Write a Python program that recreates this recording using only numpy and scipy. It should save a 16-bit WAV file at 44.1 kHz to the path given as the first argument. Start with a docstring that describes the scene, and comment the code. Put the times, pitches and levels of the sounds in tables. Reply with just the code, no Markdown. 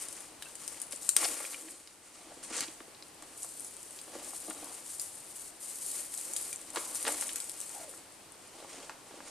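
"""In a still forest, a few metres from a camera, dry pine twigs are snapped off a dead branch and bunched
by hand. Brittle fracture releases stored strain as clicks: needles crackle by the thousand, and twigs
scrape, crack, tear and ring. Stick-slip friction makes a rain jacket swish; its folds flap and buckle.
Ground and trunks scatter it all back over a faint hush of air; the microphone rings near 9 kHz."""
import sys
import numpy as np
from scipy import signal
from scipy.fft import rfft, irfft
from scipy.io import wavfile

SR = 44100
rng = np.random.default_rng(int(sys.argv[2]) if len(sys.argv) > 2 else 0)


def inscribe(sig):
    """Save sig as 16-bit PCM at rate SR to the path in sys.argv[1].

    A 1-D sig is mono; a 2-D sig holds one channel per row.
    Samples are clipped to [-1, 1] before scaling.
    """
    pcm = np.round(np.clip(np.atleast_2d(sig).T, -1, 1) * 32767)
    wavfile.write(sys.argv[1], SR, pcm.astype(np.int16))


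N = 410130
TIME = np.arange(N) / SR

# Levels are relative within each table; each source applies its own overall gain.
# hands squeezing and pulling the bundle: (start [s], length [s], needle level [dB], twig level [dB])
SQUEEZES = [(-.02, 0.058, -40.5, -48), (0.092, 0.14, -49.5, -54), (0.378, 0.15, -53.5, -60),
            (0.545, 0.25, -48.5, -53.5), (0.912, 0.02, -41, -52), (0.986, 0.14, -42.5, -56),
            (1.22, 0.047, -28, -42), (1.404, 0.12, -34, -48.5), (1.584, 0.16, -41.5, -58.5),
            (1.84, 0.16, -61, -69), (1.953, 0.43, -52.5, -59), (2.425, 0.02, -42.5, -50),
            (2.49, 0.042, -49, -45.5), (2.508, 0.09, -39, -42), (2.71, 0.37, -65, -74),
            (3.2, 0.27, -53, -67), (3.355, 0.1, -42, -70), (3.47, 0.21, -47, -80), (3.675, 0.41, -50, -62),
            (4.092, 0.18, -50, -53.5), (4.184, 0.35, -44, -60), (4.546, 0.24, -44.5, -55),
            (4.824, 0.14, -42, -60), (4.992, 0.055, -40.5, -57), (5.09, 0.21, -48.5, -62),
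            (5.322, 0.14, -44.5, -63), (5.582, 0.19, -41, -58.5), (5.77, 0.19, -38.5, -56.5),
            (5.925, 0.098, -39, -52), (6.084, 0.18, -41, -54.5), (6.244, 0.25, -41, -54.5),
            (6.56, 0.14, -50.5, -56), (6.697, 0.2, -42.5, -59), (6.855, 0.32, -38.5, -50),
            (7.19, 0.049, -38.5, -55), (7.288, 0.25, -45.5, -56.5), (7.517, 0.28, -45, -55.5),
            (7.77, 0.19, -50, -62), (8.09, 0.048, -60, -78), (8.366, 0.16, -67, -61.5),
            (8.51, 0.19, -57, -58), (8.657, 0.19, -54.5, -52.5), (9.03, 0.21, -59.5, -59),
            (9.236, 0.075, -51, -55)]
# a bough shaking as a piece comes off: (time [s], needle level [dB], twig level [dB], decay [dB/s])
RECOILS = [(1.175, -25, -29, 45), (6.765, -56, -43, 116), (7.065, -39, -42, 45)]
# twigs breaking: (time [s], crack level [dB], woody body level [dB], splintering time [s])
CRACKS = [(0.085, -38, -49, .002), (0.127, -39.5, -51, .002), (0.4236, -41, -40.5, 0.0029),
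          (0.554, -39.5, -51, 0.0016), (0.6782, -33.5, -42.5, 0.00089), (0.817, -31.5, -48, 0.002),
          (0.9234, -34.5, -42.5, 0.0047), (1.091, -17, -32, 0.004), (1.1655, -12, -21, 0.0027),
          (1.1754, -27, -40, .001), (1.8742, -47, -43.5, .001), (2.438, -41, -59.5, 0.0046),
          (2.5663, -32, -45, .0015), (2.6067, -27.5, -32.5, 0.0015), (3.2234, -44.5, -57, 0.0022),
          (3.4315, -35, -55, 0.00079), (3.6465, -37, -63, 0.0025), (3.83, -41.5, -59, .001),
          (4.4998, -35.5, -48, 0.0011), (4.9973, -31.5, -60, 0.00061), (6.1402, -37, -46, 0.0024),
          (6.2123, -36.5, -56, 0.0014), (6.336, -32, -53, .0006), (6.364, -29, -37.5, .003),
          (6.5293, -33, -46, 0.0024), (6.7598, -35, -37, 0.0011), (6.948, -34.5, -56, 0.0023),
          (7.0279, -33, -49, 0.00088), (7.0795, -28, -50, 0.0024), (7.1226, -31.5, -53, 0.0022),
          (7.2106, -28, -43, 0.0037), (7.2815, -35, -56, 0.00064), (7.3587, -30, -39.5, 0.0011),
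          (7.4024, -33, -43, 0.0023), (7.4956, -37, -45, 0.00091), (7.6035, -35, -51, 0.0013),
          (8.3216, -46, -66, .001), (8.8955, -58, -47, .0005)]
# sticks knocking together: (time [s], level [dB], pitch [Hz], quality factor [1])
KNOCKS = [(1.1652, -34, 1100, 0.64), (1.1659, -42, 338, 1.4), (1.2535, -41, 690, 1.3),
          (1.403, -36.5, 1300, 1.3), (2.683, -49, 3020, 1.4), (2.8049, -47.5, 1100, 0.6),
          (2.948, -53, 3600, 1.2), (3.225, -49.5, 1160, 1.8), (3.989, -45, 3520, 0.93),
          (6.7592, -35.5, 990, 1.4), (6.7703, -32.5, 1390, 1.2), (6.7717, -36.5, 421, 1.07),
          (6.775, -47, 890, 1.2), (7.0517, -35.5, 1500, 0.6), (7.0685, -34, 554, 1.0),
          (7.0791, -34, 1460, 1.8), (7.0885, -36.5, 710, 1.7), (7.292, -37, 3020, 0.39),
          (8.8955, -38.5, 1080, 1)]
# single needles breaking: (time [s], level [dB])
TICKS = [(0.0233, -37), (0.053, -40), (0.1673, -41), (0.2056, -37.5), (0.801, -34.5), (0.8267, -38),
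         (0.8687, -43), (0.9106, -37), (0.961, -38), (1.031, -38), (1.1358, -35), (3.0829, -47),
         (3.1462, -49), (3.4473, -39), (3.4907, -39), (3.5221, -41), (3.5967, -35), (3.6059, -34.5),
         (3.767, -38), (3.9087, -41), (4.0148, -38), (4.2457, -41), (4.3719, -51), (4.4031, -37),
         (4.549, -42), (4.644, -37), (4.6577, -44), (4.7496, -40), (4.8608, -46), (4.9022, -37),
         (5.017, -30), (5.1541, -41), (5.3826, -43), (5.3958, -41), (5.8343, -38), (5.8633, -30),
         (6.0386, -40), (6.1486, -33), (6.177, -32), (6.3821, -35), (6.4128, -33), (6.423, -36),
         (6.5599, -33), (6.6149, -40), (6.7029, -36.5), (6.7493, -34), (7.2696, -35), (7.3259, -35),
         (7.3324, -32), (7.3836, -37), (7.4425, -38), (7.5168, -37), (7.6133, -32), (7.6939, -37),
         (7.8932, -40), (7.9764, -42), (8.1225, -50), (8.1418, -51), (8.2336, -56), (8.4751, -46)]
# flicked twigs: (time [s], level [dB], lower mode [Hz], upper mode [Hz], upper re lower [dB], t60 [s])
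RINGS = [(0.4233, -43.5, 1730, 3030, -1, .022), (0.4575, -48, 1570, 2660, 15, 0.039),
         (0.467, -52, 1570, 2740, -4, .04), (1.2433, -24, 2580, 5380, 14, 0.054),
         (1.451, -33, 2450, 3300, -11, .02), (1.5447, -31.5, 2400, 2900, -4, 0.018),
         (3.025, -45, 4150, 4960, 1, 0.008), (4.9976, -39, 4840, 5150, -11, 0.012),
         (6.5275, -43.5, 2390, 4740, -9, 0.027)]
# fibres ripping: (time [s], length [s], level [dB], centre [Hz], band spread [ratio])
TEARS = [(0.922, 0.012, -41.5, 2600, 3.1), (1.167, 0.01, -25, 4000, 2.4), (1.168, 0.016, -45, 750, 1.7),
         (1.222, 0.017, -29, 780, 1.1), (1.226, 0.036, -28.5, 2200, 1.3), (1.239, 0.0196, -25.5, 710, 1.05),
         (1.241, 0.0204, -20.5, 5000, 2.5), (1.523, 0.018, -38, 1900, 2.1), (1.675, 0.016, -43, 2000, 1.4),
         (2.523, 0.073, -41.5, 1500, 1.9), (2.574, 0.028, -34.5, 6700, 1.2),
         (2.61, 0.043, -39.5, 2010, 2.2), (4.503, 0.013, -41, 1290, 1.5), (6.736, 0.023, -45.5, 800, 1.3),
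         (6.76, 0.021, -36, 1010, 2.0), (7.065, 0.026, -33, 885, 1.9), (7.061, 0.022, -33, 2700, 2.4),
         (7.217, 0.02, -39, 890, 2.1)]
# arm movements rubbing the sleeves: (start [s], length [s], level [dB])
ARM_MOVES = [(0.0, 0.75, -62.5), (.6, 0.85, -65), (1.177, 0.31, -41), (1.44, 0.44, -51),
             (2.16, 0.45, -56.5), (2.45, 0.31, -56.5), (3.16, 0.28, -59.5), (4.068, 0.39, -54),
             (4.42, 0.49, -54), (5.765, 0.38, -66), (6.222, 0.59, -57), (6.662, 0.58, -56.5),
             (7.042, 0.17, -44), (7.13, 0.29, -54), (7.7, 0.43, -60.5), (8.163, .28, -70),
             (8.53, 0.41, -56), (8.68, 0.43, -55.5), (9.06, 0.57, -56.5)]
# jacket folds flapping, and one low thud at 2.6 s: (time [s], level [dB], centre [Hz], rise time [s])
FLAPS = [(0.928, -54, 497, .004), (1.243, -42, 324, 0.0052), (1.401, -43, 746, 0.005),
         (2.315, -50.5, 640, .004), (2.367, -53, 380, 0.0035), (2.504, -51, 300, 0.0043),
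         (2.575, -53, 330, 0.0027), (2.6, -58, 160, .004), (2.618, -54, 221, 0.0027),
         (2.682, -52, 340, 0.0014), (2.803, -54, 380, .002), (2.877, -56, 382, 0.0031),
         (3.442, -52.5, 740, 0.0029), (4.078, -55, 563, 0.0015), (4.126, -55, 725, 0.0059),
         (4.149, -46.5, 520, .005), (4.153, -56, 310, 0.0058), (4.222, -58, 460, 0.0054),
         (4.331, -52, 750, 0.003), (4.477, -48, 580, 0.0076), (4.479, -53.5, 290, 0.0065),
         (4.625, -61, 725, 0.0062), (4.66, -60, 900, 0.0088), (4.71, -55.5, 785, 0.0082),
         (6.765, -44, 372, 0.005), (9.17, -58, 473, .003)]
# taut folds buckling: (time [s], level [dB], pitch [Hz])
BUCKLES = [(1.2303, -27.5, 724), (7.9385, -48, 824), (8.6249, -47.5, 640), (8.647, -45, 467),
           (8.743, -48, 560), (9.1105, -50.5, 860), (9.1413, -44.5, 426), (9.2049, -44, 760)]
# the course of one sleeve slide: (time [s], level [dB], pitch [Hz])
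SLIDE = [(7.745, -62, 790), (7.775, -52.5, 765), (7.8, -54, 705), (7.835, -53, 660), (7.865, -54, 620),
         (7.88, -57, 550), (7.91, -59, 520), (7.93, -65, 500)]
# how the treble leans and darkens: (time [s], treble left minus right [dB], gain of the very top [dB])
RUSTLE_TONE = [(0, 1, -2), (.7, 2.5, -2), (1.17, 1, -2.5), (1.3, 1, 1.5), (1.68, -1, -3), (1.85, -1, -10),
               (2.44, -1, -14.5), (2.56, -1, -18), (2.7, -3, -11), (3.4, -0.5, -2), (4.7, 0.5, -3),
               (6, 0.3, -1), (8, 0, -1.5), (9.3, -4, -14)]

# spectra of the sources: (frequency [Hz], spectral density level [dB])
NEEDLE_SPECTRUM = [(300, -76), (1500, -43), (3500, -17), (5500, -13.5), (7000, -6), (8200, 1), (9100, 3.5),
                   (10200, -2.5), (11500, -8.5), (13500, -16), (15500, -31)]
TWIG_SPECTRUM = [(100, -25), (400, 4), (1100, 2.5), (2400, 5), (3600, 1.5), (5200, 3), (7000, 5.5),
                 (9000, 6), (12000, -21), (15500, -42)]
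CRACK_SPECTRUM = [(300, -60), (1500, -31), (3500, -29), (5500, -5.5), (7200, 3.5), (8700, 10.5), (10200, 6),
                  (12000, -6), (15500, -14.5)]
TICK_SPECTRUM = [(300, -57), (2500, -25), (5500, -14.5), (7500, -6.5), (9000, 6.5), (10500, -4),
                 (12500, -25), (15500, -24)]
SLEEVE_SPECTRUM = [(40, -17), (160, -20), (230, -6), (310, -1.5), (450, -2.5), (720, -0.5), (1100, -7.5),
                   (1700, -17.5), (4000, -14), (12000, -32)]
AIR_SPECTRUM = [(15, -44), (25, -7.5), (186, -3.5), (354, 0), (833, -1.5), (1580, -6.5), (2850, -7.5),
                (3540, -10), (4620, -8), (6370, -9.5), (8550, -4.5), (9770, -6.5), (12400, -17.5),
                (13800, -17.5), (15000, -37)]
# likeness of the left and right channels: (frequency [Hz], coherence [0-1])
CLICK_COHERENCE = [(100, 0.98), (3000, 1), (5500, 0.71), (7000, 0.58), (9000, 0.82), (10500, 0.71),
                   (12500, 1)]
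CRACK_COHERENCE = [(100, 0.95), (3000, 0.85), (5500, 0.55), (9000, 0.8), (12500, 0.65)]
AIR_COHERENCE = [(50, 1), (1000, 0.49), (3000, 0.7), (6000, 0.4), (10000, 0.04), (13000, 0.63)]
# reverberation among the trunks: (frequency [Hz], t60 [s])
FOREST_T60 = [(200, 0.24), (1000, 0.78), (4000, 0.35), (9000, 0.96), (15000, 0.58)]
# the left capsule's stronger treble peak: (frequency [Hz], left minus right [dB])
CAPSULE_BALANCE = [(100, 0), (600, -0.8), (3000, 0), (4800, 0.5), (6500, 2.5), (8400, 5.5), (10000, 3.5),
                   (11500, 0.5), (15000, 0)]


def bundle(uneven_db=1.0, uneven_hz=21, pop_exponent=0.95):
    """Crackling noise: under load, needles fracture, a few pop louder, and twigs scrape lower down."""
    needles = crackle(NEEDLE_SPECTRUM, per_s=2700, spread_db=1.0, ring_s=0.00082, clump_db=1.7, kinds=24)
    twigs = crackle(TWIG_SPECTRUM, per_s=2500, spread_db=2.5, ring_s=0.0016, clump_db=1.5, kinds=14)
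    pops = crackle(TICK_SPECTRUM, per_s=130, spread_db=0.5, ring_s=0.0012, clump_db=1.5, octaves=.1)
    needle_gain, twig_gain = stirring() * gain_of(uneven_db * wander(uneven_hz))  # yielding in fits
    pop_gain = gain_of(-15.5) * needle_gain ** pop_exponent  # even a light touch pops needles
    return gain_of(-1.86) * needles * needle_gain + pops * pop_gain + twigs * twig_gain


def stirring(held_needles_db=-69, held_twigs_db=-75):
    """Incoherent sources add in power: holding, squeezes and recoils stir the needles and twigs."""
    power = gain_of([[held_needles_db], [held_twigs_db]]) ** 2 * np.ones(N)
    for start, length, needles_db, twigs_db in SQUEEZES:
        power += (gain_of([[needles_db], [twigs_db]]) * squeeze(start, length)) ** 2
    for start, needles_db, twigs_db, db_per_s in RECOILS:
        power += (gain_of([[needles_db], [twigs_db]]) * recoil(start, db_per_s)) ** 2
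    return np.sqrt(power)


def squeeze(start, length, build_share=0.31, yield_db_per_s=0.5, release_s=0.068):
    """Stress relaxation: pressure builds, eases as the needles yield, and dies away on release."""
    t = np.maximum(TIME - start, 0)
    build = np.sin(np.pi / 2 * np.minimum(t / (build_share * length), 1)) ** 2
    release = np.exp(-np.maximum(t - length, 0) / release_s)
    return build * gain_of(-yield_db_per_s * t) * release


def recoil(start, db_per_s, rise_s=0.0043):
    """Damping: a bough springs back at once and its shaking decays exponentially."""
    t = np.maximum(TIME - start, 0)
    return np.minimum(t / rise_s, 1) * gain_of(-db_per_s * t)


def snaps(body_hz=4300, body_q=0.73):
    """Brittle fracture gives a sharp crack and a woody ring; an impact excites the ring alone."""
    out, shape = np.zeros((2, N)), impulse(CRACK_SPECTRUM)
    for start, crack_db, body_db, splinter_s in CRACKS:
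        crack = click(shape, ring_s=splinter_s, direct=0.23, coherence=CRACK_COHERENCE)
        add(out, start, gain_of(crack_db) * crack)
        add(out, start, gain_of(body_db) * knock(body_hz, body_q, low_cut_ratio=0.34, direct=0.71))
    for start, db, hz, q in KNOCKS:
        add(out, start, gain_of(db) * knock(hz, q, low_cut_ratio=0.58, direct=0.84))
    return gain_of(0.13) * burst_gain(.004) * out


def knock(hz, q, low_cut_ratio, direct):
    """A heavily damped resonator rings briefly; the higher its pitch, the less bass it radiates."""
    width_hz = hz / q
    ring = resonate(signal.unit_impulse(512), hz, width_hz)
    ring = band(resonate(ring, hz, 3 * width_hz), hz, spread=3.1)
    ring = signal.lfilter(*signal.butter(4, low_cut_ratio * hz, "high", fs=SR), ring)
    return click(ring, ring_s=0.002, direct=direct)


def needle_ticks():
    """Fracture on a small scale: each single needle breaks with one very short, dry tick."""
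    out = np.zeros((2, N))
    for start, db in TICKS:
        shape = sized_impulse(TICK_SPECTRUM, octaves=0.17)
        add(out, start, gain_of(db) * click(shape, ring_s=0.0013, direct=0.82))
    return gain_of(2.5) * burst_gain(.001) * out


def twig_rings():
    """Free vibration: a flicked twig sounds two bending modes that decay exponentially."""
    out, t = np.zeros((2, N)), np.arange(4096) / SR
    for start, db, low_hz, high_hz, high_db, t60 in RINGS:
        modes = np.sin(2 * np.pi * low_hz * t) + gain_of(high_db) * np.sin(2 * np.pi * high_hz * t)
        decay = gain_of(-60 * t / t60)
        add(out, start, gain_of(db) * click(modes * decay, ring_s=0.0022, direct=4.3))
    return burst_gain(.004) * out


def tears(fibres_per_s=3500, limits_hz=(240, 9500), spread_db=5.0, taper=0.25):
    """Progressive failure: bark and fibres give way in a dense run of small cracks of uneven size."""
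    out = np.zeros((2, N))
    limits = signal.butter(5, limits_hz, "band", fs=SR, output="sos")
    for start, length, db, hz, spread in TEARS:
        n = int(length * SR)
        fibres = rng.standard_normal((2, SR))[:, :n] * (rng.random(SR)[:n] < fibres_per_s / SR)
        fibres *= gain_of(spread_db * rng.standard_normal(SR)[:n])
        run = np.pad(fibres * signal.windows.tukey(n, taper), ((0, 0), (0, n)))
        rip = signal.sosfilt(limits, band(stereo(*run, CLICK_COHERENCE), hz, spread))
        add(out, start, gain_of(db) * unit_rms(rip) / np.sqrt(2))
    return gain_of(-5.0) * out


def jacket_swish(rest_db=-67, skew=0.49):
    """Stick-slip friction: stiff cloth rubs in small slips, louder with each arch of arm speed."""
    slips = crackle(SLEEVE_SPECTRUM, per_s=1500, spread_db=1.5, ring_s=0.0054, clump_db=2.0)
    power = np.full((1, N), gain_of(rest_db) ** 2)  # the cloth is never quite still
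    for start, length, db in ARM_MOVES:
        speed = np.sin(np.pi * np.linspace(0, 1, int(length * SR)) ** skew)  # quick rise, slow fall
        add(power, start, (gain_of(db) * speed[None]) ** 2)
    return gain_of(-0.5) * slips * np.sqrt(power)


def jacket_flaps(low_cut_ratio=0.43):
    """Air displacement: a fold flips over and radiates a soft puff."""
    out, t = np.zeros((2, N)), np.arange(4096) / SR
    for start, db, hz, rise_s in FLAPS:
        push = rng.standard_normal((2, len(t))) * t / rise_s * np.exp(-t / rise_s)
        puff = band(stereo(*push, CLICK_COHERENCE), hz, spread=1.24)
        low_cut = signal.butter(4, low_cut_ratio * hz, "high", fs=SR, output="sos")
        puff = signal.sosfilt(low_cut, band(puff, hz, spread=2.3))
        onset_rms = np.sqrt(np.mean(puff[:, :512] ** 2))
        add(out, start, gain_of(db) * puff / onset_rms)
    return gain_of(2.0) * out


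def jacket_buckles():
    """Buckling: a taut fold gives way with one soft, hollow knock."""
    out = np.zeros((2, N))
    for start, db, hz in BUCKLES:
        add(out, start, gain_of(db) * knock(hz, q=1, low_cut_ratio=0.17, direct=1.2))
    return burst_gain(.004) * out


def sleeve_slide(uneven_db=3.0, overtone_db=-12, jitter=.05, width_hz=220, tone_share=.45):
    """Periodic friction: ribbed sleeves slide in fits, with a rough tone that sinks as the arm slows."""
    times, db, hz = np.transpose(SLIDE)
    pitch = np.interp(TIME, times, hz)
    rib_hz = pitch * (1 + jitter * wander(150))
    ribs = np.sqrt(2) * np.sin(2 * np.pi * np.cumsum(rib_hz) / SR)
    slips = stereo(*rng.standard_normal((2, N)), CLICK_COHERENCE)
    rub = unit_rms(narrow_band(slips, pitch, width_hz))
    overtone = unit_rms(narrow_band(slips, 2 * pitch, width_hz))
    sound = np.sqrt(tone_share) * ribs + np.sqrt(1 - tone_share) * rub + gain_of(overtone_db) * overtone
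    level_db = np.interp(TIME, times, db) + uneven_db * wander(70)
    return sound * gain_of(level_db) * (TIME > times[0]) * (TIME < times[-1])


def hollow_note(start=1.6, length=0.18, db=-54, hz=320, width_hz=60):
    """Narrow-band noise has a fuzzy pitch: a low note swells and fades once as the rustle dies down."""
    out, n = np.zeros((2, N)), int(length * SR)
    noise = stereo(*rng.standard_normal((2, SR)), CLICK_COHERENCE)
    note = unit_rms(narrow_band(noise, hz, width_hz)[:, :n])
    add(out, start, gain_of(db) * note * np.sin(np.linspace(0, np.pi, n)))
    return out


def rustle_tone(x):
    """As the hands move, the treble leans left or right; the very top is often dulled, most deeply around 2.5 s
    when a duller rustle takes over."""
    times, lean_db, top_db = np.transpose(RUSTLE_TONE)
    side_db = np.interp(TIME, times, lean_db) / 2
    leaning = x + above(x, hz=4480) * (gain_of([side_db, -side_db]) - 1)
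    return leaning + above(leaning, hz=10250) * (gain_of(np.interp(TIME, times, top_db)) - 1)


def forest_echo(x, near_s, near_db, far_db, echoes_per_s=2500):
    """Scattering: nearby branches return the sound at once; farther trunks add a reverberant tail."""
    t = np.arange(SR) / SR
    echoes = rng.standard_normal((2, SR)) * (rng.random((2, SR)) < echoes_per_s / SR) * (t > .003)
    echoes = stereo(*echoes, AIR_COHERENCE)
    near = echoes * np.exp(-t / near_s)
    hz, frame_s, spectra = signal.stft(echoes[:, ::-1], SR, nperseg=256)
    decay = gain_of(-60 * frame_s / value_at(FOREST_T60, hz)[:, None])
    far = signal.istft(spectra * decay, SR, nperseg=256)[1][:, :SR]
    response = (gain_of(near_db) * unit_rms(near) + gain_of(far_db) * unit_rms(far)) / np.sqrt(SR)
    return signal.fftconvolve(x, response, axes=1)[:, :N]


def air(db=-54.5, swell_db=0.08):
    """Broadband ambient noise: the even hush of the forest, swelling very slightly."""
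    noise = stereo(*rng.standard_normal((2, N)), AIR_COHERENCE)
    hush = irfft(rfft(noise) * gain_of(value_at(AIR_SPECTRUM, np.fft.rfftfreq(N, 1 / SR))), N)
    return gain_of(db) * unit_rms(hush) * gain_of(swell_db * wander(2.2))


def crackle(spectrum, per_s, spread_db, ring_s, clump_db, octaves=0, kinds=12):
    """Shot noise of rms 1: random clicks, most faint and a few large, swelling in clumps."""
    onsets = rng.random(N).argsort()[:int(per_s * N / SR)]
    sizes = gain_of(spread_db * np.minimum(rng.exponential(1, N), 4.5)) * rng.choice([-1, 1], N)
    sizes *= gain_of(clump_db * wander(40))
    out = np.zeros((2, N))
    for k in range(kinds):
        train = np.zeros(N)
        train[onsets[k::kinds]] = sizes[onsets[k::kinds]]
        grain = click(sized_impulse(spectrum, octaves), ring_s, direct=0.96)
        out += signal.oaconvolve(train[None], grain, axes=1)[:, :N]
    return unit_rms(out)


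def click(shape, ring_s, direct, coherence=CLICK_COHERENCE, bounce_db=-14, size=1024):
    """Convolution of a shape with a spike, a short rattle and their ground bounce; mean energy 1."""
    t = np.arange(size) / SR
    rattle = rng.standard_normal((2, size)) * np.exp(-t / ring_s)
    rattle /= np.linalg.norm(rattle, axis=1, keepdims=True)
    rattle[0, 0] += direct
    rattle[1, rng.integers(1, 6)] += direct * rng.choice([-1, 1])
    delay = round(rng.uniform(.007, .011) * SR)
    rattle[:, delay:] += gain_of(bounce_db) * rattle[:, :-delay]
    sound = stereo(*signal.fftconvolve(rattle, shape[None], axes=1), coherence)
    return sound / np.sqrt(np.sum(sound ** 2) / 2)


def sized_impulse(spectrum, octaves):
    """Frequency scales with size: each needle or twig shifts the whole spectrum up or down."""
    shift = 2 ** (octaves * rng.uniform(-1.4, 1))
    return impulse(np.array(spectrum) * [shift, 1])


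def impulse(spectrum, size=512):
    """Minimum phase gives the shortest causal click that has this spectrum."""
    log_gain = value_at(spectrum, abs(np.fft.fftfreq(size, 1 / SR))) * np.log(10) / 20
    return np.fft.ifft(np.exp(signal.hilbert(log_gain).conj())).real


def stereo(mid, side, coherence):
    """Sum and difference of two independent signals give channels of a chosen coherence."""
    size = len(mid)
    alike = np.clip(value_at(coherence, np.fft.rfftfreq(size, 1 / SR)), 0, 1)
    common = rfft(mid) * np.sqrt((1 + alike) / 2)
    opposed = rfft(side) * np.sqrt((1 - alike) / 2)
    return irfft([common + opposed, common - opposed], size)


def resonate(x, hz, width_hz):
    """Resonance at hz, which may glide, by heterodyning: shift down to zero, smooth, shift back."""
    carrier = np.exp(2j * np.pi * np.cumsum(hz * np.ones(x.shape[-1])) / SR)
    pole = np.exp(-np.pi * width_hz / SR)
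    return 2 * (carrier * signal.lfilter([1 - pole], [1, -pole], x / carrier + 1e-18)).real


def narrow_band(x, hz, width_hz):
    """Two equal resonances in cascade steepen the skirts of the band."""
    return resonate(resonate(x, hz, width_hz), hz, width_hz)


def band(x, hz, spread):
    """A broad resonance from hz / spread to hz * spread, the spread being at least 1.1."""
    spread = max(spread, 1.1)
    return signal.lfilter(*signal.butter(1, [hz / spread, hz * spread], "band", fs=SR), x)


def above(x, hz):
    """Zero-phase filtering isolates the part of a sound above hz."""
    return signal.sosfiltfilt(signal.butter(3, hz, "high", fs=SR, output="sos"), x)


def wander(rate_hz):
    """Low-passed noise gives slow random motion of rms 1."""
    hz = np.fft.rfftfreq(N, 1 / SR)
    return unit_rms(irfft(rfft(rng.standard_normal(N)) / (1 + (hz / rate_hz) ** 2), N))


def add(mix, start, sound):
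    """Superposition: a sound joins the mix at start seconds."""
    part = mix[:, max(round(start * SR), 0):][:, :sound.shape[1]]
    part += sound[:, :part.shape[1]]


def value_at(curve, hz):
    """Interpolation on a logarithmic frequency axis."""
    known_hz, values = np.transpose(curve)
    return np.interp(np.log(hz + 1), np.log(known_hz + 1), values)


def gain_of(db):
    """Amplitude grows tenfold for every 20 dB."""
    return 10 ** (np.asarray(db) / 20)


def burst_gain(seconds):
    """Energy is power times duration: this gain takes unit energy to rms 1 over the span."""
    return np.sqrt(seconds * SR)


def unit_rms(x):
    """Normalisation to a mean power of 1."""
    return x / np.sqrt(np.mean(x ** 2) + 1e-20)


def smooth(x, samples):
    """Exponential averaging with a time constant in samples."""
    return signal.lfilter([1 / samples], [1, 1 / samples - 1], x)


def gain_control(x, threshold_db=-25, recovery_db_per_s=7):
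    """Compression: the loudest cracks push the gain down, and it creeps back."""
    power_db = 10 * np.log10(smooth((x ** 2).mean(0), 350) + 1e-12)
    recovery_db = TIME * recovery_db_per_s
    held_db = np.maximum.accumulate(power_db + recovery_db) - recovery_db
    excess_db = np.maximum(held_db - threshold_db, 0)
    return x / gain_of(smooth(excess_db, 250))


def scene():
    """Direct and scattered sound superpose: wood and jacket, their echoes among the trees, and air."""
    breaks = snaps()
    wood = bundle() + needle_ticks() + breaks + twig_rings() + tears()
    jacket = jacket_swish() + jacket_flaps() + jacket_buckles() + sleeve_slide()
    direct = wood + jacket + hollow_note()
    # sharp breaks also rattle through the branch's own thicket
    thicket = forest_echo(breaks, near_s=0.027, near_db=-7.0, far_db=-8)
    echoes = forest_echo(direct, near_s=0.0037, near_db=-10, far_db=-15)
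    return rustle_tone(direct + echoes + thicket) + air()


def record(dry, case_hz=320, case_width_hz=51, case_db=-11, top_hz=15200):
    """Transduction: the camera's case resonates, its capsules differ; then gain control and band limit."""
    cased = dry + gain_of(case_db) * resonate(dry, case_hz, case_width_hz)
    tilt_db = value_at(CAPSULE_BALANCE, np.fft.rfftfreq(N, 1 / SR)) / 2
    capsules = gain_of([tilt_db, -tilt_db])
    capsules /= np.sqrt(np.mean(capsules ** 2, axis=0))
    heard = gain_control(irfft(rfft(cased) * capsules, N))
    low_pass = signal.firwin(255, top_hz, window=("kaiser", 9), fs=SR)
    return signal.oaconvolve(heard, low_pass[None], "same")


dry = scene()
out = record(dry)
inscribe(out)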